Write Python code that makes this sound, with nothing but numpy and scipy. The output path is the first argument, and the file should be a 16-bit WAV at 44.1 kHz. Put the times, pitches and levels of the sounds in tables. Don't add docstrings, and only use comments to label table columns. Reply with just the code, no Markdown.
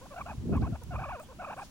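import sys
import numpy as np
from scipy import signal
from scipy.fft import rfft, irfft
from scipy.io import wavfile
from scipy.ndimage import uniform_filter1d

SR = 44100
rng = np.random.default_rng(int(sys.argv[2]) if len(sys.argv) > 2 else 0)


def digitize_waveform(pressure):
    field = np.atleast_2d(pressure).T
    bounded = np.clip(field, -1, 1)
    quanta = np.round(bounded * 32767).astype(np.int16)
    wavfile.write(sys.argv[1], SR, quanta)


N = 74970


def guinea_pig():
    # (time [s], pitch [Hz], level [dB])
    whines = [
        [(0.015, 488, -51.5), (0.035, 542, -52), (0.053, 549.6, -56), (0.063, 826, -49), (0.071, 1136, -56)],
        [(0.109, 547, -51), (0.12, 602, -46), (0.138, 496.4, -48.5), (0.147, 741, -48), (0.153, 749, -54)],
        [(0.159, 593, -52), (0.165, 726, -41), (0.174, 682, -45), (0.185, 756, -40), (0.194, 609, -44),
         (0.206, 740, -46), (0.211, 1077, -37), (0.217, 1202, -35.5), (0.223, 1056, -43.5), (0.227, 745, -71)],
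        [(0.258, 560.4, -49), (0.266, 705, -40.5), (0.279, 684.5, -47.5), (0.292, 1135, -42.5), (0.3, 946, -42),
         (0.313, 789.7, -41.5), (0.321, 547, -45), (0.329, 680, -48), (0.338, 1113, -52)],
        [(0.522, 599.8, -50), (0.528, 726.7, -43), (0.549, 620, -42), (0.558, 1048, -41.5), (0.565, 1132, -45),
         (0.571, 945, -45.5), (0.578, 1129, -36.5), (0.583, 1032, -44), (0.587, 709, -65)],
        [(0.618, 580, -51), (0.626, 740.6, -41.5), (0.636, 721, -45), (0.644, 1109, -45.5),
         (0.651, 1114, -39.5), (0.661, 762.6, -50), (0.668, 650, -44.5), (0.678, 734.8, -43), (0.686, 620, -57)],
        [(0.72, 577, -59), (0.732, 701, -47), (0.74, 684, -50.5), (0.75, 568.4, -49.5), (0.76, 788, -43),
         (0.768, 1208, -61)],
        [(0.817, 514.5, -53.5), (0.825, 503.5, -50.5), (0.833, 437, -56)],
        [(0.909, 737, -46), (0.93, 700, -42), (0.942, 531.8, -44), (0.952, 612, -43), (0.959, 1118, -38),
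         (0.965, 1266, -38.5), (0.97, 1102, -43.5), (0.974, 707, -55), (0.983, 578, -44), (0.997, 777.4, -39.5),
         (1.009, 902, -45), (1.024, 790, -40.5), (1.032, 771, -41.5), (1.037, 1149, -41.5), (1.043, 1255, -36),
         (1.052, 819, -43), (1.061, 592.3, -40.5), (1.078, 535.2, -46), (1.09, 596, -39.5), (1.101, 907, -41.5),
         (1.112, 1175, -38.5), (1.122, 783, -41), (1.134, 701, -40), (1.142, 748.6, -41.5), (1.16, 580, -42.5),
         (1.18, 452.5, -51.5), (1.195, 476.2, -45), (1.207, 673.5, -44.5), (1.222, 549, -57),
         (1.238, 800, -53.5)],
        [(1.289, 490, -54), (1.303, 553, -53), (1.322, 442.4, -51.5), (1.332, 589, -53.5)],
        [(1.391, 640, -50), (1.4, 732.3, -41.5), (1.414, 731, -41.5), (1.427, 539, -43), (1.439, 618.6, -44.5),
         (1.446, 1103, -38.5), (1.452, 1299, -38), (1.458, 1080, -49), (1.465, 760.4, -47), (1.476, 594.5, -43),
         (1.488, 547, -42), (1.497, 603, -42.5), (1.507, 814.6, -39), (1.521, 1019, -44.5),
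         (1.529, 856.7, -41.5), (1.536, 893.6, -40.5), (1.545, 560.5, -49)],
        [(1.567, 514, -49), (1.577, 637, -44), (1.588, 829, -42.5), (1.598, 1116, -40), (1.609, 782, -48.5),
         (1.622, 872, -41), (1.631, 758.6, -44), (1.638, 501, -52)],
    ]
    # (start [s], end [s], roughness [0-1])
    hoarse = [(0.197, .209, 0.93), (.27, .3, 0.72), (0.302, .32, 0.13), (0.534, .573, 0.69),
              (0.632, .642, 0.63), (.66, .673, 0.46), (.752, 0.762, 0.29), (0.936, .957, 0.74),
              (1.002, 1.02, 0.76), (1.019, 1.036, 0.22), (1.421, 1.444, 0.59), (1.511, 1.533, 0.72),
              (1.589, 1.622, .35)]
    # (frequency [Hz], gain [dB])
    throat = [(250, -16), (480, -2), (720, 1), (1130, 1.5), (1480, -3), (1700, -8.5), (1850, -15),
              (2080, -25.5), (2260, -10), (2520, -4.5), (2780, -11.5), (2950, -26), (3450, -26),
              (5000, -50)]
    attack_s, release_s, glide_s = 0.0044, 0.0021, 0.0014
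    full_voice_db = -40.5
    t = times()
    when, pitch, db = np.array([row for whine in whines for row in whine]).T
    hz = uniform_filter1d(np.interp(t, when, pitch), int(glide_s * SR))
    level_db = np.interp(t, when, db)
    sounding = sum(gate(whine[0][0], whine[-1][0], attack_s, release_s) for whine in whines)
    rough = 0.13 + sum(amount * gate(start, end, attack_s, attack_s) for start, end, amount in hoarse)
    pitch_wobble = (0.01421 + 0.09 * rough) * band_noise(0, 399)
    phase = 2 * np.pi * np.cumsum(hz * (1 + pitch_wobble)) / SR
    db_per_octave = -1.5 + 0.43 * np.minimum(level_db - full_voice_db, 0)
    buzz = sum(undb(db_per_octave * np.log2(k)) * np.cos(k * phase) for k in range(1, 9))
    uneven_swing = 0.83 * rough * np.cos(phase / 2 + band_noise(0, 100))
    rasp = (0.048 + 0.46 * rough) * band_noise(0, 880)
    voice = colour(buzz * (1 + uneven_swing + rasp), throat)
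    loudness = np.sqrt(uniform_filter1d(voice ** 2, size=330) + 1e-9)
    return voice / loudness * undb(level_db + 1) * sounding


def on_deck(voice):
    # (frequency [Hz], left minus right [dB])
    balance = [(700, 1), (1200, -0.2), (1600, -0.5), (2400, -4.5), (4000, 1)]
    # (frequency [Hz], lead [radians])
    left_lead = [(700, 0.59), (1300, 0.63), (1700, 0.81), (2300, 1.72), (2800, 1.86), (3200, 1.76)]
    echo_db, echo_s = -16, 0.06
    to_left = undb(on_log(freqs(), balance) / 2) * np.exp(0.5j * on_log(freqs(), left_lead))
    direct = irfft(rfft(voice) * np.array([to_left, 1 / to_left]), N)
    scatter = rng.standard_normal((2, N)) * undb(-60 * times() / echo_s)
    scatter /= np.sqrt(np.sum(scatter ** 2, axis=1, keepdims=True))
    echo = signal.fftconvolve(voice[None], scatter, axes=1)[:, :N]
    return direct + undb(echo_db) * echo


def wind():
    # (time [s], rumble level [dB], buffeting level [dB])
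    gusts = [(0.0, -60, -77), (0.028, -51.5, -54), (0.17, -58, -62), (0.216, -43.5, -48.5),
             (0.264, -54, -54), (0.35, -45.5, -44.5), (0.382, -35, -54.5), (0.43, -43.5, -41),
             (0.52, -39, -23), (0.59, -29, -34.5), (0.614, -26, -24.5), (0.634, -42, -29),
             (0.652, -29, -39.5), (0.696, -41, -32), (0.738, -31.5, -43), (0.766, -45.5, -57),
             (0.832, -47.5, -56), (0.95, -37, -38.5), (0.994, -35.5, -51), (1.026, -50, -42),
             (1.084, -44.5, -63.5), (1.14, -42.5, -53), (1.182, -57.5, -60), (1.458, -56, -55),
             (1.52, -65, -52.5), (1.7, -61, -60.5)]
    # (frequency [Hz], gain [dB])
    wind_tone = [(20, -37), (35, -18), (60, -3.5), (120, -4.5), (230, -5.5), (350, -14.5), (550, -28),
                 (1000, -49.5), (3000, -81)]
    # (time [s], pitch [Hz], peak level [dB])
    swirls = [(0.385, 104.2, -30), (.458, 286.5, -29), (.472, 99.5, -26.5), (.495, 426, -29.5),
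              (0.51, 230, -19.5), (.528, 149.7, -21), (.538, 398.4, -28), (.549, 94.8, -23),
              (0.614, 283, -28.5), (.638, 75, -22.5), (0.727, 165.2, -26.5), (.898, 104.3, -31.5),
              (0.952, 92.8, -32.5), (1.019, 121, -34)]
    rumble_top_hz, low_cut_hz, thump_cycles = 101.2, 38, 0.53
    t, f = times(), freqs()
    when, rumble_db, buffet_db = np.array(gusts).T
    shared, side = (unit(colour(rng.standard_normal(N), wind_tone)) for _ in range(2))
    flow = shared + undb(-6.5) * side * np.array([[1], [-1]])
    deep = irfft(rfft(flow) / (1 + (f / rumble_top_hz) ** 6), N)
    rumble = unit(deep) * undb(np.interp(t, when, rumble_db) - 1)
    buffet = unit(flow - deep) * undb(np.interp(t, when, buffet_db) - 2)
    thumps = np.zeros(N)
    for at, hz, db in swirls:
        cycles = (t - at) * hz
        thumps += undb(db) * np.exp(-(cycles / thump_cycles) ** 2) * np.cos(2 * np.pi * cycles)
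    return irfft(rfft(rumble + buffet + thumps) / np.sqrt(1 + (low_cut_hz / (f + 1)) ** 6), N)


def ticks():
    # (time [s], peak level [dB])
    taps = [(.566, -51), (.835, -44), (1.198, -48)]
    # (frequency [Hz], gain [dB])
    tick_tone = [(1000, -8), (3000, -9), (5000, -7), (7500, 0), (11000, -2), (13500, -6), (15500, 1)]
    decay_s = 0.003
    t = times()
    bursts = sum(undb(db) * (t >= at) * np.exp(-np.abs(t - at) / decay_s) for at, db in taps)
    return bursts * unit(colour(rng.standard_normal(N), tick_tone))


def rustles():
    # (middle [s], half-length [s], level [dB], frequency [Hz], width [Hz])
    puffs = [(.617, 0.0045, -58, 4440, 1500), (1.231, .018, -60, 8146, 2511),
             (1.229, .018, -62, 15400, 1204), (1.253, 0.016, -63.5, 3256, 394),
             (1.644, 0.03, -58, 5157, 3470)]
    return sum(undb(db) * np.exp(-((times() - at) / half) ** 2) * band_noise(hz, width)
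               for at, half, db, hz, width in puffs)


def high_ring():
    # (frequency [Hz], level [dB])
    notes = [(8320, -67), (10020, -71), (15000, -73)]
    ring = sum(undb(db) * band_noise(hz, width_hz=160) for hz, db in notes)
    return ring * gate(start=1.58, end=1.65, attack=0.03, release=0.03)


def outdoor_hiss():
    # (frequency [Hz], gain [dB])
    hiss_tone = [(30, 4), (70, 2), (200, 1.5), (450, -8.5), (1000, -11.5), (2000, -18), (3100, -16.5),
                 (4000, -19), (5200, -20.5), (7000, -20), (10000, -24.5), (13000, -31), (15500, -25)]
    # (frequency [Hz], likeness [0-1])
    likeness = [(100, .85), (1000, .7), (2000, .3), (4000, .15), (7600, .2), (8300, .7), (15000, .85)]
    # (time [s], gain [dB])
    treble_drift = [(0, 3), (.3, 3), (.42, 0.5), (.8, 1), (1.4, 0), (1.7, 3)]
    treble_from_hz, delay_from_hz, treble_delay_s = 3300, 2670, 0.000177
    f = freqs()
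    alike = on_log(f, likeness)
    shared = rfft(colour(rng.standard_normal(N), hiss_tone)) * np.sqrt(1 + alike)
    side = rfft(colour(rng.standard_normal(N), hiss_tone)) * np.sqrt(1 - alike)
    delay = treble_delay_s / (1 + (delay_from_hz / (f + 1)) ** 6)
    left = (shared + side) * np.exp(-2j * np.pi * f * delay)
    right = shared - side
    hiss = unit(irfft(np.array([left, right]), N)) * undb(-54)
    low = irfft(rfft(hiss) / (1 + (f / treble_from_hz) ** 4), N)
    treble_db = np.interp(times(), *np.array(treble_drift).T)
    return low + (hiss - low) * undb(treble_db)


def undb(db):
    return 10 ** (np.asarray(db) / 20)


def unit(x):
    return x / np.sqrt(np.mean(x ** 2))


def times():
    return np.arange(N) / SR


def freqs():
    return np.arange(N // 2 + 1) * SR / N


def on_log(hz, points):
    point_hz, values = np.array(points).T
    return np.interp(np.log(hz + 1), np.log(point_hz), values)


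def colour(x, points):
    return irfft(rfft(x) * undb(on_log(freqs(), points)), N)


def band_noise(hz, width_hz):
    bell = np.exp(-2 * ((freqs() - hz) / width_hz) ** 2)
    return unit(irfft(rfft(rng.standard_normal(N)) * bell, N))


def gate(start, end, attack, release):
    t = times()
    ramp = np.minimum((t - start) / attack + 1, (end - t) / release + 1)
    return np.sin(np.pi / 2 * np.clip(ramp, 0, 1)) ** 2


def scene():
    mix = on_deck(guinea_pig()) + wind() + outdoor_hiss()
    return mix + np.array([ticks() + rustles() + high_ring() for _ in range(2)])


def record(dry):
    top_hz = 15900
    return signal.sosfilt(signal.ellip(10, 0.2, 70, top_hz, fs=SR, output="sos"), dry)


dry = scene()
out = record(dry)
digitize_waveform(out)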